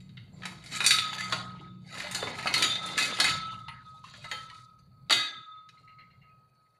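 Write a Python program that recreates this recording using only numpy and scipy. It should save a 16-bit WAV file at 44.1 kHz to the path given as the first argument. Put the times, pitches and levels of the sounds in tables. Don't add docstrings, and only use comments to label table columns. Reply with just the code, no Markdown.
import sys
import numpy as np
from scipy import signal
from scipy.fft import rfft, irfft, next_fast_len
from scipy.io import wavfile
from scipy.ndimage import uniform_filter1d, map_coordinates

SR = 44100
rng = np.random.default_rng(int(sys.argv[2]) if len(sys.argv) > 2 else 0)


def ratio_of_db(decibels):
    return 10 ** (np.asarray(decibels, float) / 20)


def wav_out(sig):
    wavfile.write(sys.argv[1], SR, np.round(np.clip(np.atleast_2d(sig).T, -1, 1) * 32767).astype(np.int16))


N = 299439
TIME = np.arange(N) / SR

# (time [s], level [dB])
STREET_LEVEL = [(0.0, -49.5), (0.89, -52), (1.0, -46), (1.08, -64), (1.32, -45.5), (1.83, -52.5),
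                (2.36, -46), (3.19, -53), (3.27, -41.5), (3.99, -56.5), (4.25, -48.5), (4.61, -57.5),
                (5.16, -51), (5.31, -69.5), (5.39, -53), (5.46, -68), (6.18, -55.5), (6.79, -73)]
# (frequency [Hz], density [dB per Hz])
RUMBLE_SPECTRUM = [(12, -44.5), (20, -16.5), (48, -11.5), (90, -1.5), (125, 6.5), (160, 2), (248, -15),
                   (400, -41), (520, -57.5), (880, -120)]
# (frequency [Hz], level [dB])
ENGINE_ORDERS = [(61, -71), (92, -70), (123, -56), (152, -58), (183, -53), (213, -65), (244, -70.5)]
# (frequency [Hz], density [dB per Hz])
RASP_SPECTRUM = [(150, -60), (200, 0), (330, -4), (480, -12), (800, -60)]
# (time [s], level [dB], pitch [Hz], t60 [s])
PANEL_BUZZES = [
    (.5, -59, 335, 1),
    (.74, -55, 332, .5),
    (1.7, -62, 330, .8),
]
# (frequency [Hz], density [dB per Hz])
AIR_SPECTRUM = [(120, -33.5), (200, -21.5), (500, -13), (1100, -19), (1500, -25), (3600, -34), (4480, -9.5),
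                (5000, -39.5), (9840, -32.5), (11500, -35.5), (15800, -38.5)]
# (frequency [Hz], t60 [s])
ROOM_DECAY = [(200, 0.75), (2000, 0.44), (5000, 0.51), (12000, 0.37)]

# (time [s], peak [dB], upper resonances [dB])
HANDLE_CHINKS = [
    (5.549, -59.5, 0),
    (5.7712, -59.5, 0),
    (5.875, -53, -3.5),
    (5.986, -51.5, -2.5),
    (6.1022, -59, -1),
    (6.216, -60, -7),
    (6.2667, -69, -11.5),
]
# (frequency [Hz], width [Hz], level [dB])
HANDLE_MODES = [(2075, 90, 2.5), (2150, 120, 0), (2794, 50, -1), (4150, 70, 4)]
# (time [s], peak [dB], pitch [Hz], t60 [s])
SINGING_PARTS = [(.004, -68, 7300, 0.18), (.004, -71, 2050, .3), (.33, -66, 7300, .2),
                 (.867, -26, 4549, .3), (.909, -26, 3790, .25), (.909, -31, 4301, .25),
                 (.93, -32.5, 1669, .26), (1.207, -33.5, 2063, 0.097), (1.325, -33, 1424, 0.093),
                 (2.149, -35, 4300, 0.25), (2.2, -40, 3580, .3), (2.271, -53.5, 5100, 0.27),
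                 (2.528, -36, 5800, .06), (2.541, -23.5, 4310, 0.21), (2.626, -25.5, 3682, 0.3),
                 (2.626, -32, 3747, .25), (2.63, -34, 2525, 0.23), (2.63, -32, 6853, 0.22),
                 (5.125, -46, 7700, .4), (3.684, -60, 10300, .1), (3.688, -44.5, 1960, 0.18),
                 (4.316, -36, 2035, 0.14), (4.34, -47, 1669, 0.36), (5.125, -32, 3569, 0.67),
                 (5.126, -34, 4554, .5), (5.125, -33, 4296, 0.32), (5.125, -33, 3219, .34),
                 (5.69, -65, 5700, .1), (.866, -32, 7003, .25), (.875, -33.5, 5750, .1),
                 (2.149, -36.5, 6935, 0.16), (2.983, -36, 5750, 0.22), (3.201, -23, 4300, 0.18),
                 (3.201, -25, 4548, .18), (3.201, -26, 3800, 0.22), (3.203, -32.5, 1670, .3),
                 (4.316, -39, 3128, 0.34), (4.316, -38, 4312, 0.19), (4.316, -41, 3758, 0.13),
                 (5.125, -44, 6200, .5), (3.243, -32.5, 2105, 0.11), (3.245, -36.5, 7000, 0.31),
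                 (3.684, -67, 8800, 0.3), (3.684, -54, 10560, 0.1), (5.125, -37.5, 2024, 0.75),
                 (5.124, -37, 2526, 0.5), (5.125, -31, 3790, .48), (5.125, -38, 1646, 0.66),
                 (5.99, -67.5, 3280, 0.94), (6.29, -66, 2507, 0.93)]
# (time [s], level [dB], pitch [Hz], rings for [s])
CHOKED_PARTS = [(.638, -45.5, 2090, 0.011), (.806, -27.5, 3820, 0.012), (.845, -26, 3810, 0.011),
                (1.065, -35, 3580, .025), (1.193, -33, 1750, 0.013), (1.205, -30.5, 2055, 0.025),
                (1.21, -40.5, 4590, 0.072), (1.24, -39.5, 2050, 0.029), (1.326, -26.5, 1400, .012),
                (2.151, -38, 3830, 0.038), (2.474, -33.5, 4300, 0.027), (2.697, -24.5, 3580, 0.034),
                (2.752, -29, 3600, 0.025), (2.783, -36.5, 2050, 0.013), (2.979, -26.5, 1710, 0.023),
                (3.008, -30.5, 2050, 0.018), (2.982, -30.5, 2550, .022), (3.008, -27, 2550, .05),
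                (3.057, -33, 1690, .025), (3.128, -33, 3575, 0.024), (3.25, -26.5, 2080, 0.043),
                (4.045, -51, 2700, 0.022), (4.047, -50, 3800, .01), (5.17, -33, 2030, .12),
                (5.22, -38, 2530, .1), (5.18, -37.5, 1685, 0.044), (5.2, -33, 3795, 0.065)]
# (time [s], peak [dB], pitch [Hz], t60 [s])
PIPE_KNOCKS = [(0.453, -28, 880, 0.033), (0.515, -46, 1047, 0.062), (1.128, -20, 887, 0.019),
               (1.322, -22.5, 1088, 0.078), (1.326, -33.5, 641, 0.13), (5.108, -39.5, 332, .2),
               (5.11, -35.5, 617, .2), (1.6, -44, 320, 0.15), (2.038, -33.5, 598, 0.09),
               (2.228, -17, 473, 0.034), (2.457, -12.5, 653, 0.021), (3.525, -38, 1024, 0.058),
               (3.683, -26.5, 936, 0.031), (3.94, -53, 813, 0.11), (4.04, -28.5, 1050, 0.038),
               (4.18, -48, 596, 0.074), (4.243, -41, 620, .06), (4.245, -40, 940, 0.062),
               (4.316, -39.5, 849, 0.13), (4.318, -45, 512, 0.15), (4.509, -41, 1000, 0.056)]

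HOOP_TONES = [1268, 1307, 3576]
# (time [s], lowest tone [dB], middle tone [dB], top tone [dB], t60 of the lowest [s])
HOOP_SHAKES = [(0.42, -53, -62, -79.5, .8), (0.737, -41, -49, -53, .35), (0.917, -32, -38, -39.5, 0.52),
               (1.013, -36, -56.5, -58.5, 1.6), (1.135, -40, -62, -53, 2.2), (1.222, -40, -54, -62, 1.1),
               (1.333, -43, -58, -63.5, 1.8), (1.6, -48, -80, -61.5, 0.77), (1.908, -57, -55.5, -63, 0.86),
               (2.093, -49, -56, -51, .4), (2.36, -43, -49, -62, .4), (2.549, -47.5, -37, -37.5, 1.3),
               (2.63, -32, -50, -39, 0.29), (2.79, -43.5, -42, -45, 1.1), (2.965, -50, -41, -41, 1.7),
               (3.108, -43.5, -53, -42, 1.6), (3.268, -43, -33, -45, 1.04), (3.412, -46.5, -38.5, -64, 1.2),
               (3.5, -51, -64, -68, 6.7), (3.847, -51, -89.5, -63.5, 4.1), (4.053, -58.5, -90, -90.5, 0.97),
               (4.25, -47, -47.5, -75, 1.9), (4.313, -51, -43.5, -58, 1.53), (4.51, -50.5, -57, -79, 1.12),
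               (4.904, -66.5, -86.5, -100, 2.6), (5.123, -53, -50.5, -38, 1.37),
               (5.183, -36, -60, -55.5, 0.55), (5.301, -49.5, -48.5, -56, 2.03)]
# (time [s], level [dB], t60 [s])
HOOP_NUDGES = [
    (5.46, -46, 1.27),
    (5.72, -56, 1.26),
    (5.828, -52.5, 1.46),
    (6.13, -64, 0.87),
    (6.23, -61.5, 3.4),
    (6.5, -71, 9.6),
]
# (time [s], t60 [s])
HOOP_GRIPS = [
    [(3.75, .5)],
    [(3.683, 0.33), (5.66, 0.46)],
]

# (start [s], length [s], effort [dB], weight on the stand [dB], slip [dB])
CRANK_PUSHES = [(0.367, 0.059, -69, 11, 4), (0.422, 0.028, -59, 4.5, 0), (0.575, 0.1, -59.5, -23, -2),
                (0.752, 0.0057, -37.5, -8.5, 8.5), (0.91, 0.054, -35.5, -18, 1.5),
                (1.083, 0.27, -45.5, -3.5, 7.5), (1.493, 0.16, -56, -3, -13.5), (1.875, 0.048, -53, -25, 2),
                (1.973, 0.076, -44, -2, 1.5), (2.132, 0.57, -48, 5, 4.5), (2.57, 0.055, -40.5, 4, 6),
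                (2.83, 0.15, -47, 4.5, 4), (3.002, 0.048, -33, -8.5, 4), (3.112, 0.16, -44, 4, 0),
                (3.26, 0.04, -32.5, -13, -6), (3.45, 0.11, -51.5, -4, 1), (3.856, 0.13, -59, -9, 1),
                (4.07, 0.35, -54, -15, 1.5), (4.55, 0.053, -62, -9, 7), (5.213, 0.038, -41.5, -33, -19),
                (5.361, 0.073, -64.5, -15, -23), (5.747, 0.084, -66.5, -2.5, 1.5),
                (3.704, 0.089, -59, -13.5, -21), (1.336, 0.074, -58, 9, -5)]
PIPE_SHARE = [-2, -2, -3, -0.7, -2.5, 0.1, -0.5, -3, 0.1, 4.1, 2.5, 0.5, -1.3, -.1, -1.5, 0, -16, -4, -2.5,
              0.2, 4, -5, 5.5, -2]
# (over the effort [dB], at rest [dB], rise [dB/s], fall [dB/s])
GRINDING_PARTS = [
    (1.5, -75.5, 301, 130.5),
    (-1, -84, 148, 100),
    (-7.5, -83.5, 296, 123.5),
    (-0.5, -81, 252, 96.5),
]

STEEL_MODES = [1424, 1670, 1710, 1980, 2030, 2086, 2220, 2526, 2990, 3220, 3790, 3827, 3926, 4000, 4300,
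               4548, 4615, 5280, 6164, 6848, 6935, 7003, 7300, 8775]
STEEL_LEVELS = [-8.5, -7.5, -11.5, -13.5, -7.5, -9, -19.5, -7, -12.5, -21, -7, -5, -8, -17, -5.5, -12, -7.5,
                -29.5, -8.5, -11.5, -10.5, -14, -15, -23]
# (frequency [Hz], density [dB per Hz])
CLATTER_SPECTRUM = [(120, -39), (200, -16), (439, -22.5), (930, -14), (1200, -11.5), (1290, -3), (1520, -7),
                    (2040, -4), (2940, -7), (3800, -6), (4650, -6.5), (5190, -14), (7080, -17),
                    (10200, -19.5), (15800, -52.5)]
# (frequency [Hz], t60 [s])
CLATTER_DECAY = [(300, 0.45), (1500, 0.12), (4500, 0.14), (9000, 0.12), (15000, 0.3)]

# (time [s], peak [dB], bright edge [dB], loudest note [Hz])
SLACK_SNAPS = [
    (0.092, -48.5, -25, 3780),
    (0.171, -35.5, -36, 2690),
    (0.9855, -13, -19.5, 3620),
    (3.6828, -27.5, -29, 1970),
    (4.041, -41.5, -16.5, 2800),
    (5.689, -39, -18, 3830),
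    (1.508, -49, -17, 3560),
    (3.105, -30.5, -18, 1690),
]
GEAR_CLANKS = [
    (0.004, -50.5, -10, 3810),
    (0.8633, -8.5, -2, 4550),
    (0.9073, -7.5, -8.5, 3770),
    (1.182, -24, -14.5, 1744),
    (2.54, -10, -13, 4330),
    (2.6239, -9.5, -11, 3880),
    (2.7545, -24.5, -17, 3690),
    (2.7, -27.5, -19, 3520),
    (4.4992, -37, -20, 1905),
    (5.1246, -10, -11.5, 3644),
]
ROLLER_JOLTS = [(0.4337, -30.5, -24, 1924), (0.8436, -17.5, -9, 3876), (.852, -22, -9.5, 3935),
                (1.1307, -24.5, -16.5, 3410), (2.001, -25, -14.5, 1860), (2.0422, -26, -32.5, 2036),
                (2.1474, -21.5, -3, 4130), (2.386, -26, -15.5, 1730), (2.4717, -15.5, -19, 2150),
                (2.579, -17.5, -10.5, 4160), (2.6439, -15, -16, 3580), (2.8612, -34.5, 2, 4150),
                (2.8862, -29.5, -16, 4150), (2.9785, -16.5, -7.5, 1714), (2.9867, -17, -8.5, 2586),
                (3.2002, -9, -9, 3953), (3.243, -12, -9.5, 2020), (3.5261, -40.5, -14.5, 3570),
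                (3.59, -46, -9, 3700), (4.314, -22, -15.5, 1893), (4.5477, -43.5, -25, 3770),
                (5.1067, -6.5, -17, 4503)]
LOOSE_TICKS = [(0.6249, -47, -15, 3760), (0.6396, -41, -6.5, 2090), (0.6608, -38.5, -6.5, 4360),
               (0.735, -32.5, -11.5, 3900), (1.9531, -37, -13, 2050), (2.834, -31, -17, 1300),
               (3.008, -24, -11.5, 2050), (3.025, -21.5, -8, 4600), (0.7206, -32, -9.5, 2044),
               (0.753, -30, -10, 3910), (1.9421, -34, -12, 1990), (1.983, -35, -7, 4570),
               (2.195, -40.5, -14.5, 3600), (1.2077, -24.5, -13.5, 2063), (1.903, -44.5, -7, 1920),
               (1.9257, -37.5, -9.5, 1980), (2.112, -30.5, 1, 1950), (2.4267, -30, -14.5, 1900),
               (3.281, -24, -18, 1863), (3.294, -20, -14, 4550), (4.242, -31, -22, 2044),
               (4.789, -54.5, -11, 4700)]
STAND_BUMPS = [
    (.52, -46.5, -5.5, 1940),
    (1.5479, -53, -25.5, 3510),
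    (1.6083, -47.5, -11.5, 3840),
    (1.95, -41.5, -8, 1940),
    (2.226, -28, -40.5, 3533),
    (2.2707, -28.5, -26, 2230),
    (2.4585, -26.5, -17, 1610),
    (3.1869, -28, -9.5, 2030),
]
PRESSED_STOPS = [(0.4211, -38, -30.5, 2770), (0.4542, -23, -12, 2100), (0.8045, -15.5, -18, 1800),
                 (0.818, -25, -21.5, 3800), (2.72, -24.5, -19.5, 3600), (0.84, -24, -6.5, 3820),
                 (1.324, -13, -21.5, 4510), (4.138, -36, -29.5, 1700), (5.0975, -15.5, -23, 3686),
                 (2, -31.5, -19.5, 1900), (2.9344, -31.5, -19.5, 3900), (3.1713, -27.5, -15, 2900),
                 (2.6, -30.5, -19, 2500), (2.9, -37.5, -20, 1700), (2.07, -31.5, -19.5, 2100)]
# (low knock [dB], ringing [dB])
CONTACT_KINDS = [
    (-30, -8),
    (-30, 1),
    (-18, -3),
    (-22, 3),
    (0.5, 4.5),
    (-15, -10.5),
]


def unit(x):
    return x / np.sqrt(np.mean(x ** 2) + 1e-20)


def evened(x):
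    return x / np.sqrt(abs(uniform_filter1d(x ** 2, size=3000)) + 1e-20)


def along(points, hz):
    f, value = np.transpose(points)
    return np.interp(np.log(hz + 1), np.log(f + 1), value)


def wobble(rate):
    knots = rng.standard_normal(int(N * rate / SR) + 4)
    return map_coordinates(knots, [np.arange(N) * rate / SR])


def shiver(rate):
    knots = rng.standard_normal(int(N * rate / SR) + 2)
    return np.interp(np.arange(N) * rate / SR, np.arange(len(knots)), knots)


def coloured(x, gain):
    m = next_fast_len(N + 8192)
    return irfft(rfft(x, m) * gain(np.fft.rfftfreq(m, 1 / SR)), m)[:N]


def noise(spectrum):
    return unit(coloured(rng.standard_normal(N), lambda hz: ratio_of_db(along(spectrum, hz))))


def train(s, size):
    return np.bincount(np.round(s * SR).astype(int), size, N)[:N]


def ring(x, hz, t60):
    r = ratio_of_db(-60 / (t60 * SR))
    w = 2 * np.pi * hz / SR
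    return signal.lfilter([0, np.sin(w)], [1, -2 * r * np.cos(w), r * r], x)


def fade(x, t60, rise):
    soft = np.exp(-1 / (rise * SR))
    dying = ratio_of_db(-120 / (t60 * SR))
    return signal.lfilter([1 - soft], np.convolve([1, -dying], [1, -soft]), x)


def notes(s, db, hz, t60):
    out = np.zeros(N + SR)
    for at, peak_db, pitch, life in zip(s, db, hz, t60):
        t = np.arange(int(min(life, 1) * SR)) / SR
        shape = ratio_of_db(peak_db - 60 * t / life) * (1 - np.exp(-t / 0.0034))
        out[round(at * SR):][:len(t)] += shape * np.sin(2 * np.pi * pitch * t)
    return out[:N]


def street():
    level_db = np.interp(TIME, *np.transpose(STREET_LEVEL))
    rumble = ratio_of_db(level_db - 3.5) * unit(noise(RUMBLE_SPECTRUM) * ratio_of_db(0.99 * wobble(6.3)))
    engine = ratio_of_db(-69) * noise(RASP_SPECTRUM)
    for hz, db in ENGINE_ORDERS:
        engine += ratio_of_db(db + 3.5 * wobble(8)) * np.sin(2 * np.pi * hz * TIME + wobble(6))
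    leaving = ratio_of_db(-14 * np.clip(TIME - 3, 0, None))
    return rumble + leaving * engine + notes(*np.transpose(PANEL_BUZZES))


def open_air():
    hush_db = 9 * np.clip(TIME - 6.4, 0, None)
    return ratio_of_db(-73 - hush_db) * noise(AIR_SPECTRUM)


def room(x):
    hz, t, z = signal.stft(rng.standard_normal(SR), SR, nperseg=256)
    dying = ratio_of_db(-60 * t / along(ROOM_DECAY, hz)[:, None])
    tail = signal.istft(z * dying, SR, nperseg=256)[1]
    late = np.pad(x, (300, 0))
    return signal.fftconvolve(late, tail / np.linalg.norm(tail))[:N]


def handle():
    s, db, upper_db = np.transpose(HANDLE_CHINKS)
    out = np.zeros(N)
    for hz, width_hz, level in HANDLE_MODES:
        hits = train(s, ratio_of_db(2 * (db + level + upper_db * (hz > 3500) - 8.5)))
        resonance = unit(ring(rng.standard_normal(N), hz, 2.26 / width_hz))
        out += resonance * np.sqrt(abs(fade(hits, 0.34, rise=0.0023)))
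    return out


def singing_parts():
    return sum(notes(*np.transpose(SINGING_PARTS[k::4])) * (1 + 0.4 * shiver(120)) for k in range(4))


def choked_parts():
    attack_s, choke_s, sag_t60 = 0.003, 0.0037, 0.27
    out = np.zeros(N + SR)
    for at, db, hz, length in CHOKED_PARTS:
        t = np.arange(int((length + 0.04) * SR)) / SR
        held = (1 - np.exp(-t / attack_s)) * ratio_of_db(-60 * t / sag_t60)
        stopped = np.exp(-np.clip(t - length, 0, None) / choke_s)
        out[round(at * SR):][:len(t)] += ratio_of_db(db) * held * stopped * np.sin(2 * np.pi * hz * t)
    return out[:N]


def pipe_knocks():
    s, db, hz, t60 = np.transpose(PIPE_KNOCKS)
    return notes(s, db - 2.5, hz, t60) + notes(s, db - 5.5, 1.13 * hz, 1.05 * t60)


def hoop():
    hum_db, choke_s = -86, 0.026
    upper_t60 = (0.93, 1.196)
    s, low_db, *upper_db, held = np.transpose(HOOP_SHAKES)

    def swell(age):
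        return 1 - np.exp(-age / 0.013)

    at, db, t60 = np.transpose([(0, hum_db, 1), *zip(s, low_db, held), *HOOP_NUDGES])
    last = np.searchsorted(at, TIME, side="right") - 1
    age = TIME - at[last]
    left = np.append(at[1:], 99)[last] - TIME
    dying = ratio_of_db(db[last] - 60 * age / t60[last])
    sizes = [swell(age) * dying * (1 - np.exp(-left / choke_s)) + ratio_of_db(hum_db)]

    coarse = TIME[::64]
    age = np.clip(coarse - s[:, None], 0, None)
    for db, t60, grips in zip(upper_db, upper_t60, HOOP_GRIPS):
        damped = 0
        for grip, life in grips:
            damped = damped + (s[:, None] < grip) * np.clip(s[:, None] + age - grip, 0, None) / life
        power = (swell(age) * ratio_of_db(db[:, None] - 60 * (age / t60 + damped))) ** 2
        sizes.append(np.interp(TIME, coarse, np.sqrt(power.sum(axis=0))))
    throb_db = 2.5 * np.sin(2 * np.pi * 12 * TIME + 2 * wobble(4))
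    sizes[2] = sizes[2] * ratio_of_db(throb_db) * (1 + 0.3 * shiver(90))

    out = np.zeros(N)
    for size, hz in zip(sizes, HOOP_TONES):
        out += size * ratio_of_db(4 + 1.4 * wobble(25)) * np.sin(2 * np.pi * hz * TIME + 0.5 * wobble(11))
    return out


def effort():
    s, length, db, weight_db, slip_db = np.transpose(CRANK_PUSHES)[..., None]
    shares_db = [np.array(PIPE_SHARE)[:, None], weight_db, slip_db, 0]
    t = np.arange(0, N + 256, 256) / SR
    out = []
    for (over_db, rest_db, rise, fall), own_db in zip(GRINDING_PARTS, shares_db):
        shape_db = -rise * np.clip(s - t, 0, None) - fall * np.clip(t - s - length, 0, None)
        power = ratio_of_db(2 * rest_db) + ratio_of_db(2 * (db + over_db + own_db + shape_db)).sum(axis=0)
        out.append(np.interp(TIME, t, 10 * np.log10(power)))
    return out


def crowded(depth_db):
    def modes(f):
        gain = 1
        for hz, db in zip(STEEL_MODES, STEEL_LEVELS):
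            gain = gain + ratio_of_db(db + 8.5) / (1 + ((f - hz) / (0.011 * hz)) ** 2)
        return gain

    z = signal.stft(coloured(noise(CLATTER_SPECTRUM), modes), nperseg=512)[2]
    patches = uniform_filter1d(rng.standard_normal(z.shape), size=2, axis=0)
    patches = uniform_filter1d(patches, size=24, axis=1)
    return unit(signal.istft(z * ratio_of_db(depth_db * unit(patches)), nperseg=512)[1][:N])


def grinding():
    bands = [(1300, 3000), (200, 1000), (5000, 16000), (3000, 5000)]  # pipes, stand, scale, gears, Hz
    steel = crowded(depth_db=3.5)
    out = np.zeros(N)
    for db, (lo, hi) in zip(effort(), bands):
        clumps = ratio_of_db(3.6 * shiver(40) + 3 * shiver(400))
        grit = coloured(steel * clumps, lambda f: 1 / (1 + (lo / (f + 1)) ** 10) / (1 + (f / hi) ** 10))
        out += ratio_of_db(db - 4) * evened(grit)
    return out


def blows():
    kinds = [SLACK_SNAPS, GEAR_CLANKS, ROLLER_JOLTS, LOOSE_TICKS, STAND_BUMPS, PRESSED_STOPS]
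    out = []
    for rows, (low_db, ring_db) in zip(kinds, CONTACT_KINDS):
        out += [(s, db, low_db, bright_db, hz, ring_db) for s, db, bright_db, hz in rows]
    return np.transpose(out)


def tint(hz, low_db, bright_db):
    low = np.clip(np.log2(1600 / hz) / 0.47, 0, 1)
    bright = np.clip(np.log2(hz / 4700) / 0.5, 0, 1)
    return low * (low_db + 20.5) + bright * (bright_db + 13.5)


def rollers():
    s, db, low_db, bright_db, note, ring_db = blows()
    slips = rng.random(N // 100) * (N - 1) / SR
    slip_db = effort()[-1][(slips * SR).astype(int)]
    out = np.zeros(N)
    for hz, level in zip(STEEL_MODES, STEEL_LEVELS):
        near_db = 8 * np.exp(-(np.log2(hz / note) / 0.1) ** 2)
        scatter_db = 2 * rng.standard_normal(len(s))
        size = ratio_of_db(db + ring_db + near_db + tint(hz, low_db, bright_db) + scatter_db - 26)
        hits = train(s, size * rng.choice([-1, 1], len(s)))
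        rattle = train(slips, ratio_of_db(slip_db - 24) * rng.standard_normal(len(slips)))
        tone = ring(hits + rattle, hz, t60=0.3 if hz < 5000 else 0.18)
        out += ratio_of_db(level) * tone * (1 + 0.34 * shiver(110))
    return out + notes(s, db + ring_db - 7.5, note, np.full(len(s), 0.07))


def clatter():
    s, db, low_db, bright_db, note, _ = blows()
    steel = rfft(crowded(depth_db=4.5))
    f = np.fft.rfftfreq(N, 1 / SR) + 1
    density = ratio_of_db(along(CLATTER_SPECTRUM, f))
    out = np.zeros(N)
    for hz in np.geomspace(250, 16000, num=13):
        shape = np.cos(np.pi / 2 * np.clip(2 * np.log2(f / hz), -1, 1)) ** 2
        level = np.sqrt(np.sum((shape * density) ** 2) / np.sum(density ** 2))
        near_db = 4.06 * np.exp(-(np.log2(hz / note) / 0.66) ** 2)
        hits = train(s, ratio_of_db(2 * (db + tint(hz, low_db, bright_db) + near_db - 2.5)))
        crack = 0.75 * (1 + (hz / 7000) ** 2) * fade(hits, 0.01, rise=0.0002)
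        body = 0.68 * fade(hits, 0.057, rise=0.00077)
        tail = 0.26 * fade(hits, along(CLATTER_DECAY, hz), rise=0.0021)
        out += level * evened(irfft(steel * shape, N)) * np.sqrt(abs(crack + body + tail))
    return ratio_of_db(-7.5) * out


def scene():
    background = street() + open_air()
    machine = handle() + singing_parts() + choked_parts() + pipe_knocks() + rollers() + clatter()
    return (background + ratio_of_db(-6.5) * room(machine) + hoop() + grinding() + machine)[None]


def suppressed(x, strength, memory, floor_db):
    z = signal.stft(x, nperseg=512)[2]
    power = uniform_filter1d(abs(z) ** 2, size=7, axis=0)
    power = uniform_filter1d(power, size=3, axis=1) + 1e-20
    keep = np.exp(-256 / (memory * SR))
    past = signal.lfilter([1 - keep], [1, -keep], power)
    gain = np.sqrt(np.clip(1 - strength * past / power, ratio_of_db(2 * floor_db), 1))
    return signal.istft(z * gain, nperseg=512)[1][:N]


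def band_limit(x):
    return signal.sosfilt(signal.butter(12, 15990, fs=SR, output="sos"), x)


def record(dry):
    clean = suppressed(dry[0], strength=0.014, memory=0.22, floor_db=-7)
    clean = clean / (1 + abs(clean / 0.5) ** 3) ** (1 / 3)
    mix = coloured(clean, lambda hz: hz < 15600)[None]
    return band_limit(mix)


dry = scene()
out = record(dry)
wav_out(out)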